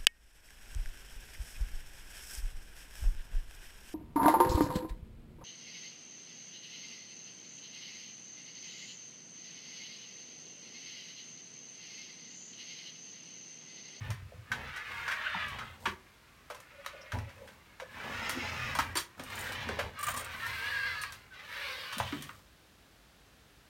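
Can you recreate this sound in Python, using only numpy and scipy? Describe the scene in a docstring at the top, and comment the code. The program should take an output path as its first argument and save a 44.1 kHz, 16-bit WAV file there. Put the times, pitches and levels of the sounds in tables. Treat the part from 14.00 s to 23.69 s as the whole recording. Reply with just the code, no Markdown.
"""A low bump, a short motor whir and a dragging limb come first, over the soft hiss of a cooling fan.
A small plastic robot lies on a tile floor in a small hard room and works its joints in repeated spells.
Clicking gear teeth ring its hollow shell as a whir; loaded gears whine as gliding tones, a hand squeaks.
Limbs drag as streams of tiny impacts; clacks and thuds are short bursts that ring shell and limbs.
After the last moves and knocks the body lies still and the fan hisses on."""
import sys
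import numpy as np
from scipy import signal
from scipy.fft import rfft, irfft, next_fast_len
from scipy.io import wavfile
from scipy.ndimage import map_coordinates

SR = 44100
rng = np.random.default_rng(int(sys.argv[2]) if len(sys.argv) > 2 else 0)


def output_pcm(signal):
    """Save a mono or channel-first signal as 16-bit PCM at the path in sys.argv[1].

    Samples are clipped to [-1, 1] before scaling.
    """
    pcm = np.clip(np.atleast_2d(signal).T, -1, 1) * 32767
    wavfile.write(sys.argv[1], SR, np.round(pcm).astype(np.int16))


N = 427307
TIME = np.arange(N) / SR


def from_db(db):
    """Turn decibels into a gain."""
    return 10 ** (np.asarray(db) / 20)


def rms_one(x):
    """Scale a sound to unit power."""
    return x / np.sqrt(np.mean(x ** 2) + 1e-20)


def at_hz(points, hz):
    """Read a table between its points, with pitch on a logarithmic scale."""
    table_hz, value = np.transpose(points)
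    return np.interp(np.log(hz + 1), np.log(table_hz), value)


def drift(rate):
    """A smooth random curve of spread 1 that takes a new direction about rate times a second."""
    steps = rng.standard_normal(8000)
    return rms_one(np.interp(TIME * rate, np.arange(len(steps)), steps))


def band(x, low, high):
    """Keep only the pitches between low and high."""
    edges = [low, min(high, .45 * SR)]
    return signal.sosfilt(signal.butter(3, edges, "band", fs=SR, output="sos"), x)


def resonate(x, hz, width):
    """One resonance, like a part that rings at one pitch, with gain 1 at its peak."""
    r = np.exp(-np.pi * width / SR)
    feed = np.array([1, 0, -1]) * (1 - r * r) / 2
    feedback = [1, -2 * r * np.cos(2 * np.pi * hz / SR), r * r]
    return signal.lfilter(feed, feedback, x)


def coloured(x, spectrum):
    """Shape how bright or dull a steady sound is with a table; unit power."""
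    size = next_fast_len(N)
    gain = from_db(at_hz(spectrum, np.fft.rfftfreq(size, 1 / SR)))
    return rms_one(irfft(rfft(x, size) * gain, size)[:N])


def grains(per_s, spread_db):
    """Tiny impacts of uneven size at random moments; unit power."""
    sizes = from_db(spread_db * np.minimum(rng.exponential(1, N), 4)) * rng.choice([-1, 1], N)
    hits = rng.random(N) < per_s / SR
    return rms_one(sizes * hits)


def stroke(start, rise, fall):
    """Speed of one move, 0 to 1: it eases up to its top and back down to rest."""
    corners = start + np.cumsum([0, rise, fall])
    on = slice(*np.searchsorted(TIME, corners[::2]))
    speed = np.zeros(N)
    speed[on] = np.sin(np.pi / 2 * np.interp(TIME[on], corners, [0, 1, 0]))
    return speed


def levels(moves, power):
    """Level of each layer over time, in dB: it follows speed, and overlapping moves add up."""
    energy = 0
    for start, rise, fall, *dbs in moves:
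        energy = energy + np.outer(from_db(dbs) ** 2, stroke(start, rise, fall) ** (2 * power))
    return 10 * np.log10(energy + 1e-10)


def swelling(x, start, length, hz, width):
    """A vibration swells and fades in one resonance; unit power at the top of the swell."""
    load = stroke(start, length / 2, length / 2)
    on = load > 0
    load[on] *= rms_one(resonate(resonate(x[on], hz, width), hz, width))
    return load


def add_at(out, start, sound):
    """Mix a short sound into a layer at its start time."""
    out[int(start * SR):][:len(sound)] += sound


# fan tone, bass to treble: (frequency [Hz], level [dB])
FAN_COLOUR = [(30, -18), (50, 3), (90, -3), (150, -5), (250, -8.5), (450, -11.5), (800, -14), (1200, -15),
              (1700, -13), (2000, -16.5), (3500, -17), (8000, -26), (15800, -30)]
FAN_DB = -61


def fan():
    """Moving air makes steady noise, strongest in the bass and fading towards the treble."""
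    return from_db(FAN_DB) * coloured(rng.standard_normal(N), FAN_COLOUR)


# how long the room's echoes take to drop by 60 dB: (frequency [Hz], time [s])
ROOM_DECAY = [(100, 0.45), (500, 0.36), (2000, 0.21), (6000, 0.17), (15000, 0.12)]


def reflections():
    """Dense echoes off tiles and walls, dying sooner in the treble; unit energy."""
    t, tail = TIME[:SR // 2], 0
    edges = 40 * 2 ** np.arange(10)  # octave steps in Hz
    for low, high in zip(edges, edges[1:]):
        t60 = at_hz(ROOM_DECAY, np.sqrt(low * high))
        tail = tail + band(rng.standard_normal(len(t)), low, high) * np.exp(-np.log(1000) * t / t60)
    tail = tail * (t > .005)  # the first echo needs 5 ms to arrive
    return tail / np.linalg.norm(tail)


def room(x, wet_db):
    """Two echo patterns blend in turn, as the reflections shift with the moving limbs and microphone."""
    turn = 2 * np.pi * 1.7 * TIME + drift(4)  # about 1.7 turns a second
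    echoes = sum(share * signal.fftconvolve(x, reflections())[:N] for share in (np.cos(turn), np.sin(turn)))
    wet = from_db(wet_db)
    return (x + wet * echoes) / np.hypot(1, wet)


def floor_bounce(x, lag_s, strength):
    """Tiles and body mirror a moving limb: three echoes with changing lags ripple its sound."""
    at, out = np.arange(N), x
    for path in np.sqrt([1, 3, 7]):  # how much longer each path is
        lag = path * lag_s * (1 + .1 * drift(4)) * SR
        out = out + strength * np.interp(at - np.round(lag), at, x)
    return out / np.hypot(1, np.sqrt(3) * strength)


# pitches at which the hollow shell rings: (frequency [Hz], width [Hz], level [dB])
SHELL_MODES = [(538, 102, 7), (987, 76, 1), (1180, 510, -4.5), (1523, 110, -4.5), (1664, 170, -6.5),
               (2060, 510, -16), (2790, 620, -16.5), (3230, 320, -9.5), (3840, 96, -4.5), (4490, 72, -4),
               (5400, 530, -13), (8700, 85, -6), (9260, 45, -6)]


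def shell(x, direct, uneven_db=0):
    """The hollow plastic body rings on top of the direct sound; uneven_db varies the mix of its modes."""
    out = direct * x
    for hz, width, db in SHELL_MODES:
        out = out + from_db(db + uneven_db * rng.standard_normal()) * resonate(x, hz, width)
    return out


# a joint snapping against its stop: (time [s], level [dB])
PINGS = [(4.971, -36), (6.03, -62)]
# how its metal parts ring: (frequency [Hz], level [dB], time to drop by 60 dB [s])
PING_MODES = [(4590, 4.5, 0.078), (4580, 1, 0.05), (5211, -6, 0.14), (5696, -14, 0.3), (7350, 2, 0.09),
              (8597, 3, 0.086), (9000, 4, 0.067), (9070, -16, 0.051), (9300, 5, 0.049)]


def pings():
    """Small metal parts ring briefly, as a handful of fading pure tones."""
    out, t = np.zeros(N), TIME[:SR // 4]
    ring = sum(from_db(db - 60 * t / t60) * np.sin(2 * np.pi * hz * t) for hz, db, t60 in PING_MODES)
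    for start, db in PINGS:
        add_at(out, start, from_db(db) * ring)
    return out


# low hums of motors and a sliding limb's groan: (start [s], length [s], level [dB], pitch [Hz])
HUMS_AND_GROAN = [(2.538, 0.1, -55, 561), (2.68, 0.24, -65, 553), (2.838, 0.31, -61, 559),
                  (3.02, 0.32, -58.5, 552), (3.361, 0.11, -56, 530), (3.816, 0.038, -49, 537),
                  (4.287, 0.15, -51.5, 280), (7.507, 0.45, -65, 553), (7.578, 0.049, -44.5, 570)]


def hums_and_groan(width_hz=80, throb_db=7.0):
    """Low hums of motors and a sliding limb's groan: each is noise swelling unsteadily in one low resonance."""
    noise, out = rng.standard_normal(N), np.zeros(N)
    for start, length, db, hz in HUMS_AND_GROAN:
        out += from_db(db) * swelling(noise, start, length, hz, width_hz)
    return out * from_db(throb_db * drift(40))


# a hand squeaking on the tile: (start [s], length [s], level [dB])
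SQUEAKS = [(5.978, 0.042, -38.5), (6.026, 0.022, -33.5), (6.065, 0.03, -32.5), (6.13, 0.045, -38.5),
           (6.16, 0.041, -41)]
SQUEAK_HZ = 1173


def squeak(jitter=0.02294, wander=0.01006, overtone_db=-17):
    """Plastic sticks and slips on glaze: a rough, nearly steady tone with one overtone."""
    rate = SQUEAK_HZ * (1 + jitter * drift(300) + wander * drift(40))
    phase = 2 * np.pi * np.cumsum(rate) / SR
    tone = np.sin(phase) + from_db(overtone_db) * np.sin(2 * phase)
    swells = sum(from_db(db) * stroke(start, length / 2, length / 2) for start, length, db in SQUEAKS)
    return tone * swells * from_db(2.0 * drift(150))


# single modes set ringing by bumps and clacks; one blow may fill several rows:
# (time [s], level [dB], pitch [Hz])
THUDS = [(0.01, -37, 111.7), (0.088, -31.5, 108), (0.223, -37.5, 101.4), (0.321, -45.5, 560),
         (0.342, -41.5, 108.3), (0.516, -26.5, 1544), (0.613, -42, 119), (1.347, -32.5, 920),
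         (1.351, -43.5, 184), (1.857, -27.5, 1142), (1.863, -39, 221), (1.859, -27, 1805),
         (1.871, -38, 366), (2.503, -39, 594), (3.134, -31, 105), (3.208, -37.5, 97.2), (4.787, -43, 284),
         (4.788, -27.5, 930), (4.789, -26.5, 1221), (4.955, -39.5, 347), (5.18, -47, 1310),
         (5.199, -45, 256.5), (5.67, -41, 231), (5.69, -35, 423.6), (5.788, -29, 567), (5.801, -41, 84.8),
         (6.205, -42, 580), (7.969, -41, 208.6), (8.001, -35.5, 101), (8.0, -30.5, 876), (8.03, -41, 810),
         (8.126, -33.5, 286.8), (8.141, -39.5, 142.6), (8.198, -47.5, 199), (8.292, -40, 1230)]
THUD_DECAY_S, THUD_DECAY_POWER = 0.024, 0.47   # decay at 200 Hz; higher modes die sooner


def thuds(rattle=0.89):
    """A bump or clack sets one or more modes ringing, each amid a dull rattle."""
    out, t = np.zeros(N), TIME[:SR // 2]
    for start, db, hz in THUDS:
        decay = THUD_DECAY_S * (200 / hz) ** THUD_DECAY_POWER
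        dull = rms_one(band(rng.standard_normal(len(t)), hz * 0.78, hz * 1.236))
        fade = np.exp(-t / decay) * (1 - np.exp(-t / 0.00062))  # starts within about a millisecond
        add_at(out, start, from_db(db) * (np.sin(2 * np.pi * hz * t) + rattle * dull) * fade)
    return out


# plastic hitting tile and gears taking up slack: (time [s], clack level [dB], low knock level [dB],
# treble tilt [dB per octave], first crack relative to the chatter [ratio])
CLACKS = [(0.104, -47, -47, -2, 2.5), (0.5174, -34.5, -56, -8, 0.5), (0.7603, -46, -56, -5.5, -1),
          (1.078, -35.5, -42, -8.5, -0.5), (1.112, -35.5, -56, -8.5, -2), (1.482, -61, -66, 2, 3),
          (1.5854, -42.5, -76, -8, 0), (1.855, -32, -45, -9.5, -0.5), (1.86, -47, -48, -7, 3),
          (2.5005, -46, -45, -5, 0.5), (2.5464, -56, -51.5, -1.5, 2.5), (2.602, -70.5, -65, 5, 3),
          (2.848, -59, -55, -3.5, -2.5), (2.862, -38.5, -51, -5.5, 5.5), (3.119, -40, -59, -7.5, 2),
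          (3.125, -44.5, -68, -18, 1), (3.187, -49, -69, -6, 4), (3.291, -55.5, -60, -7, 0),
          (3.379, -62, -62, -8, 1.5), (3.473, -54, -77, -5.5, -0.5), (3.798, -43.5, -47.5, -8.5, -0.2),
          (4.2939, -42, -42, 0.5, 0.5), (4.751, -42, -37.5, -1.5, 1), (4.7876, -34.5, -37.5, -3.5, 1),
          (4.797, -35, -48, -8, 2), (4.9534, -37, -38.5, -2, -0.3), (4.971, -37.5, -49, -0.5, -1),
          (5.196, -45.5, -49, -5, 2), (5.237, -66, -72, 6, 4), (5.521, -52, -49, 0.5, 1),
          (5.6891, -39, -42, -7.5, 3), (5.789, -35, -39, -7, -1), (6.028, -45, -64, -4, 1),
          (6.071, -42, -52, -12, -2), (6.084, -36.5, -39, -11, 1.5), (6.167, -47, -44.5, 0, -0.5),
          (6.465, -54.5, -48, 1.5, 0.5), (7.0148, -62, -76, 7, 1), (7.036, -38, -71, -8.5, 4),
          (7.123, -51.5, -57.5, 0, 1.5), (7.925, -44, -49, -4, -0.5), (7.9826, -47.5, -48, 1.7, 5),
          (7.999, -37.5, -33.5, -8, 1), (8.1229, -41, -49, -11, 0.5), (8.222, -54.5, -65, 2.5, 0.5),
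          (8.2922, -49, -64, -10, 4)]
# the knock range, then the three clack ranges: (low edge [Hz], high edge [Hz], decay [s])
CLACK_RANGES = [(647, 1400, 0.018), (1105, 2990, 0.023), (2700, 7200, 0.026), (5930, 14900, 0.026)]
CHATTER_GROWS, TYPICAL_CLACK_DB = 0.068, -36   # dB of longer decay per dB above a typical clack


def clacks(contact_s=0.0015, attack_s=0.00037):
    """A contact and dying chatter of loose parts ring the shell; stronger blows chatter longer."""
    out, t = np.zeros(N), TIME[:SR // 5]
    attack = int(.015 * SR)  # the level is set over the first 15 ms
    centres = np.array([np.sqrt(low * high) for low, high, _ in CLACK_RANGES[1:]])
    octaves = np.log2(centres / centres[0])
    for start, clack_db, knock_db, tilt, crack in CLACKS:
        linger = from_db(CHATTER_GROWS * (clack_db - TYPICAL_CLACK_DB))
        range_dbs = [knock_db, *(clack_db + tilt * octaves)]
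        for db, (low, high, decay) in zip(range_dbs, CLACK_RANGES):
            chatter = rng.standard_normal(len(t)) * rng.exponential(1, len(t)) / 2
            contact = crack * np.exp(-t / contact_s)  # over in a few milliseconds
            fade = np.exp(-t / (decay * linger)) * (1 - np.exp(-t / attack_s))
            ring = band(shell(chatter * (contact + fade), direct=.22, uneven_db=4.0), low, high)
            add_at(out, start, from_db(db) * ring / ring[:attack].std())
    return out


# limbs dragging: (start [s], speeding up [s], slowing down [s], floor boom level [dB],
# judder level [dB], grit level [dB])
DRAGS = [(0.0, 0.064, 0.072, -48, -49.5, -89), (0.5, 0.02, .22, -46.5, -51, -92),
         (0.82, 0.15, 0.4, -59, -60, -59.5), (1.22, 0.31, 0.34, -52.5, -57.5, -65),
         (1.78, 0.078, 0.11, -50.5, -57, -58), (3.125, 0.026, 0.09, -43, -46.5, -76),
         (3.2, 0.33, 0.09, -68, -65.5, -67.5), (3.85, 0.31, 0.65, -53, -51, -58.5),
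         (4.35, 0.33, 0.38, -45.5, -51.5, -59), (5.17, 0.02, 0.19, -54, -54.5, -62),
         (5.25, 0.2, 0.12, -49.5, -49, -49), (5.42, 0.37, 0.18, -47, -49, -75),
         (5.98, 0.12, 0.16, -51, -54, -53), (6.15, 0.36, 0.2, -54, -57.5, -55.5),
         (6.5, 0.31, 0.48, -56, -66.5, -58.5), (7.44, 0.17, 0.29, -65, -88, -79),
         (7.9, 0.098, 0.48, -56, -68.5, -55)]
DRAG_POWER = 0.93   # loudness grows as this power of a limb's speed
# tone of the floor boom: (frequency [Hz], level [dB])
BOOM_COLOUR = [(30, 6), (45, 8), (62, 5.5), (84, 18), (110, 12), (140, 10), (220, -30.5)]
# tone of the judder over the tiles: (frequency [Hz], level [dB])
JUDDER_COLOUR = [(110, -4), (170, 7), (235, 13.5), (300, -2), (400, -6), (550, -10), (850, 8.5),
                 (1300, -33)]
# tone of the crunching grit: (frequency [Hz], level [dB])
GRIT_COLOUR = [(4000, -0.5), (7000, -0.5), (8700, 0), (10400, -9), (11700, 0.5), (13000, -8), (15500, -2)]


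def dragging():
    """Sliding limbs shake the floor, judder over the tiles and crunch fine grit, all as tiny impacts."""
    boom_db, judder_db, grit_db = levels(DRAGS, DRAG_POWER)
    boom = coloured(grains(400, spread_db=-6.5), BOOM_COLOUR)
    judder = coloured(shell(grains(300, spread_db=-1.5), direct=0.11), JUDDER_COLOUR)
    judder = judder * from_db(3 * drift(22))
    grit = coloured(shell(grains(1500, spread_db=-4.0), direct=1.0), GRIT_COLOUR)
    return from_db(boom_db) * boom + from_db(judder_db) * judder + from_db(grit_db) * grit


# gears skipping with a gritty tick: (time [s], level [dB])
SKIPS = [(5.301, -57), (5.354, -48), (5.39, -46), (5.409, -46), (5.9898, -48), (6.01, -46.5), (6.0302, -39),
         (6.04, -42), (6.067, -39.5), (6.0855, -39), (6.102, -43), (6.114, -44), (6.141, -46),
         (6.1626, -46), (6.1751, -40), (6.195, -44), (6.209, -47), (6.2455, -47)]
# what a skip rings with: (frequency [Hz], width [Hz], relative level [dB])
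SKIP_MODES = [(5400, 150, -11), (7170, 270, 0), (8660, 990, 1.5), (9570, 130, 4), (11200, 300, -6),
              (12000, 300, -5), (12800, 490, -4), (14700, 500, -1)]
SKIP_DECAY_S = .009


def skips(uneven_db=3.0):
    """Each skip is a short burst of chatter that wakes the gear's bright modes in its own mix."""
    out, t = np.zeros(N), TIME[:SR // 10]
    for start, db in SKIPS:
        force = rng.standard_normal(len(t)) * np.exp(-t / SKIP_DECAY_S)
        ring = 0
        for hz, width, level in SKIP_MODES:
            ring = ring + from_db(level + uneven_db * rng.standard_normal()) * resonate(force, hz, width)
        add_at(out, start, from_db(db) * ring / ring[:len(t) // 10].std())  # level over the first 10 ms
    return out


TICKS_PER_S, TICKS_DB = 9.9, -32.5   # level relative to the whir


def ticks(low_hz=1200, high_hz=12000):
    """Stray ticks of backlash, the play between gear teeth, while the joints turn."""
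    whir_db, _ = motor_levels()
    rung = shell(grains(TICKS_PER_S, spread_db=-4.0), direct=0.21)
    return from_db(whir_db + TICKS_DB) * rms_one(band(rung, low_hz, high_hz))


# arm motors' brushes sizzling: (start [s], speeding up [s], slowing down [s], level [dB])
BRUSHES = [(5.27, 0.11, 0.27, -71), (6.22, 0.33, 0.6, -55), (7.38, 0.31, .45, -56)]
# tone of the sizzle: (frequency [Hz], level [dB])
SIZZLE_COLOUR = [(5000, -28), (7600, -7), (8400, -3.5), (9900, -3), (10400, -9), (12200, -6), (12900, -4),
                 (13600, -4), (14000, 0), (14600, -6), (15200, -11), (16000, -2)]


def brushes():
    """Brushes spark on the motors' spinning contacts: thousands of tiny high ticks a second."""
    sizzle_db, = levels(BRUSHES, MOTOR_POWER)
    return from_db(sizzle_db) * coloured(grains(4600, spread_db=3.5), SIZZLE_COLOUR)


# teeth grinding under a surge of load: (start [s], length [s], level [dB], housing resonance [Hz])
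GRINDS = [(0.696, 0.39, -51, 2100), (1.068, 0.029, -37.5, 1500), (1.12, 0.025, -35.5, 1510),
          (1.243, 0.045, -36, 1510), (1.23, 0.094, -43, 2700), (1.389, 0.077, -48, 2640),
          (1.601, 0.047, -42, 1360), (3.006, 0.033, -57, 5400), (3.993, 0.06, -52, 1400),
          (4.1, 0.4, -48.5, 1370), (4.17, 0.18, -46, 2035), (4.371, 0.13, -54, 2570),
          (5.251, 0.12, -52, 1147), (5.392, 0.17, -45, 1564), (7.475, 0.19, -49, 1570),
          (7.545, 0.32, -50.5, 3730)]
GRIND_Q = 6.3   # resonance pitch divided by its width


def grinds(throb_db=2.0):
    """Binding teeth chatter in coarse pulses and ring the housing of their joint."""
    chatter = grains(1500, spread_db=1.5) * from_db(throb_db * drift(70))
    out = np.zeros(N)
    for start, length, db, hz in GRINDS:
        out += from_db(db) * swelling(chatter, start, length, hz, hz / GRIND_Q)
    return out


# gear trains that sing out: (start [s], swell [s], fade [s], tooth rate at the top of the swell [Hz],
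# glide [Hz per s], level [dB], boost of harmonics above the third [dB])
WHINES = [(1.101, 0.15, 0.14, 512, 158, -55, 13), (1.3, 0.11, 0.21, 414, -300, -47, 7),
          (2.551, 0.38, 0.26, 492, 22, -64, -4), (6.385, 0.053, 0.077, 597, 350, -41.5, -16),
          (6.409, 0.041, 0.059, 454, 352, -43.5, -6), (6.479, 0.052, 0.048, 539, -120, -43, -6),
          (6.72, 0.052, .07, 678.3, -100, -49, -6), (6.47, 0.046, 0.15, 686, 10, -47.5, 3),
          (6.549, 0.12, 0.069, 562, 485, -38, -1), (6.68, 0.11, 0.18, 546.3, -130, -35, -4),
          (6.841, 0.066, 0.058, 687, -21, -40.5, 1), (6.869, 0.075, 0.22, 450.5, -480, -48, 6),
          (6.881, 0.093, 0.18, 565, -240, -43.5, -2.5), (7.305, 0.021, 0.043, 518.6, -450, -52, -16),
          (7.47, 0.19, 0.11, 700, 498, -51, 11), (7.56, 0.12, 0.086, 491, 195, -46, 16),
          (7.83, 0.085, 0.18, 496, -300, -50, 8)]
# harmonics of the tooth rate: (multiple [1], relative level [dB])
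TOOTH_HARMONICS = [(1, -69), (2, -24), (3, 1.5), (5, -11), (6, -12.5), (7, -23), (8, -19)]


def whine(start, rise, fall, hz, glide, db, upper_db):
    """A loaded gear sings at its gliding tooth rate; uneven wheels make it flutter and throb."""
    flutter, waver, throb_db = .012, .009, 2  # fast and slow pitch spread (shares), loudness spread
    load = stroke(start, rise, fall)
    on = load > 0
    rate = (hz + glide * (TIME - start - rise)) * (1 + flutter * drift(130) + waver * drift(35))
    phase = 2 * np.pi * np.cumsum(rate[on]) / SR
    harmonics = sum(from_db(level + upper_db * (k > 3)) * np.sin(k * phase) for k, level in TOOTH_HARMONICS)
    tone = np.zeros(N)
    tone[on] = rms_one(harmonics)
    return tone * load * from_db(db + throb_db * drift(110))


def gear_teeth(speed, top_hz, wander=.05, uneven_db=3.0, backlash=.02):
    """One click per meshing tooth, each of its own strength; backlash blurs the high harmonics."""
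    teeth = np.cumsum(top_hz * speed * (1 + wander * drift(9) + backlash * drift(250))) / SR
    clicks = np.diff(np.floor(teeth), prepend=0)
    return rms_one(clicks * from_db(uneven_db * rng.standard_normal(N)))


POSE_SHIFT = 0.045   # typical share by which the pitch slides


def bending(x):
    """As the pose changes, all resonances of the body slide up and down together with the sound."""
    at = np.arange(N) + np.cumsum(POSE_SHIFT * drift(12))
    return map_coordinates(x, [at], order=3, mode="mirror")


# joint moves, levels before the shell and gearbox settings: (start [s], speeding up [s],
# slowing down [s], whir level [dB], tooth rasp level [dB], gearbox resonance [Hz], top tooth rate [Hz])
MOVES = [(0.0, 0.014, 0.24, -53, -56, 1900, 375), (0.421, 0.44, 0.55, -46, -50, 1640, 428.6),
         (0.9, 0.33, .58, -42.5, -50.5, 1550, 391), (1.0, 0.39, .42, -49, -79, 3220, 526),
         (2.42, 0.57, .52, -58, -63, 2132, 358), (3.8, 0.33, .3, -47.5, -52, 1520, 333),
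         (3.899, 0.59, .5, -46, -47, 2280, 450), (3.92, 0.56, 0.52, -53, -55, 5150, 477),
         (3.919, 0.47, 0.5, -57, -56, 6400, 413), (4.3, 0.36, .42, -45.5, -56, 1730, 306),
         (5.18, 0.33, 0.52, -46, -45, 1860, 358.7), (5.87, 0.31, 0.37, -47.5, -48, 1396, 420),
         (6.15, 0.47, 0.52, -44.5, -47, 1879, 340), (6.3, 0.52, 0.46, -49, -52, 4260, 551.5),
         (7.3, 0.058, .18, -60, -57, 1899, 435.5), (7.36, 0.3, 0.36, -47, -46.5, 1952, 492.3),
         (7.451, 0.32, .35, -51.5, -65, 4550, 473), (7.68, .26, 0.43, -48.5, -48, 3070, 390)]
MOTOR_POWER = 1.35   # loudness grows as this power of a joint's speed


def motor_levels():
    """Whir and tooth rasp of all joints together, in dB."""
    return levels([move[:-2] for move in MOVES], MOTOR_POWER)


GEARBOX_DB, GEARBOX_WIDTH_HZ = -3, 1170   # level relative to the joint's whir
GLIDE_POWER = 0.6   # a gearbox's pitch grows as this power of its stroke
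HUNTING = 0.06   # typical share by which a servo's speed swings about its aim


def gearboxes(rattle):
    """Each moving joint adds gear tones that glide with its speed, and rings in its own gearbox."""
    gear_share = 1.8  # gear clicks against the common rattle
    out = np.zeros(N)
    for start, rise, fall, whir_db, _, hz, tooth_hz in MOVES:
        speed = stroke(start, rise, fall)
        on = speed > 0
        teeth = gear_teeth(speed ** GLIDE_POWER, tooth_hz, wander=HUNTING, uneven_db=2.0, backlash=.026)[on]
        drive = rattle[on] + gear_share * rms_one(teeth)
        ring = rms_one(resonate(resonate(drive, hz, GEARBOX_WIDTH_HZ), hz, GEARBOX_WIDTH_HZ))
        out[on] += from_db(whir_db + GEARBOX_DB) * speed[on] ** MOTOR_POWER * ring
    grinding = out * from_db(1.6 * drift(55))
    return floor_bounce(grinding, lag_s=.0019, strength=.6)


# tone of the whir: (frequency [Hz], level [dB])
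WHIR_COLOUR = [(450, -46), (800, -4), (1150, 4.5), (1600, 3.5), (2200, 7.5), (2900, 1.5), (3800, -52),
               (6000, -62), (12000, -72)]
# tone of the brighter tooth rasp: (frequency [Hz], level [dB])
RASP_COLOUR = [(2000, -9.5), (3000, 1), (3800, 0), (4800, -6), (6200, -9.5), (8000, -19.5), (12000, -22)]
HOLD_DB, RELAX_S = -61, 8.45   # a faint buzz, before the shell, holds the pose until the motors relax


def motors():
    """Several gearboxes run together; the faster they turn, the louder they whir and rasp."""
    whir_db, rasp_db = motor_levels()
    speed = from_db(.2 * (whir_db - whir_db.max()))  # worked back from the loudness
    teeth = rms_one(sum(gear_teeth(speed, hz) for hz in (129.7, 200.9, 288.7, 415.9, 554.8)))
    rattle = bending(shell(teeth + 0.83 * grains(1200, spread_db=-1.0), direct=0.68))
    rattle = rattle * from_db(1.27 * drift(45) + 1.0 * drift(11))
    rattle = floor_bounce(rattle, lag_s=.0016, strength=0.43)
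    hold = from_db(HOLD_DB) * np.clip((RELAX_S - TIME) / 0.24, 0, 1)
    whir = np.hypot(from_db(whir_db), hold) * coloured(rattle, WHIR_COLOUR)
    rasp = from_db(rasp_db) * coloured(rattle, RASP_COLOUR)
    through_shell = .75
    return through_shell * (whir + rasp) + gearboxes(rattle)


def scene():
    """The robot in its room, over the steady fan."""
    moving = motors() + grinds() + brushes() + ticks() + skips() + hums_and_groan()
    body = moving + dragging() + clacks() + thuds()
    tones = sum(whine(*row) for row in WHINES) + squeak() + pings()
    return (room(body, wet_db=-11.5) + room(tones, wet_db=-11) + fan())[None]


CUTOFF_HZ = 15950


def record(dry):
    """A small microphone loses the deepest bass; the top is cut steeply."""
    thin = signal.sosfilt(signal.butter(4, 35, "high", fs=SR, output="sos"), dry)
    return signal.sosfilt(signal.ellip(12, .1, 80, CUTOFF_HZ, fs=SR, output="sos"), thin)


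dry = scene()
out = record(dry)
output_pcm(out)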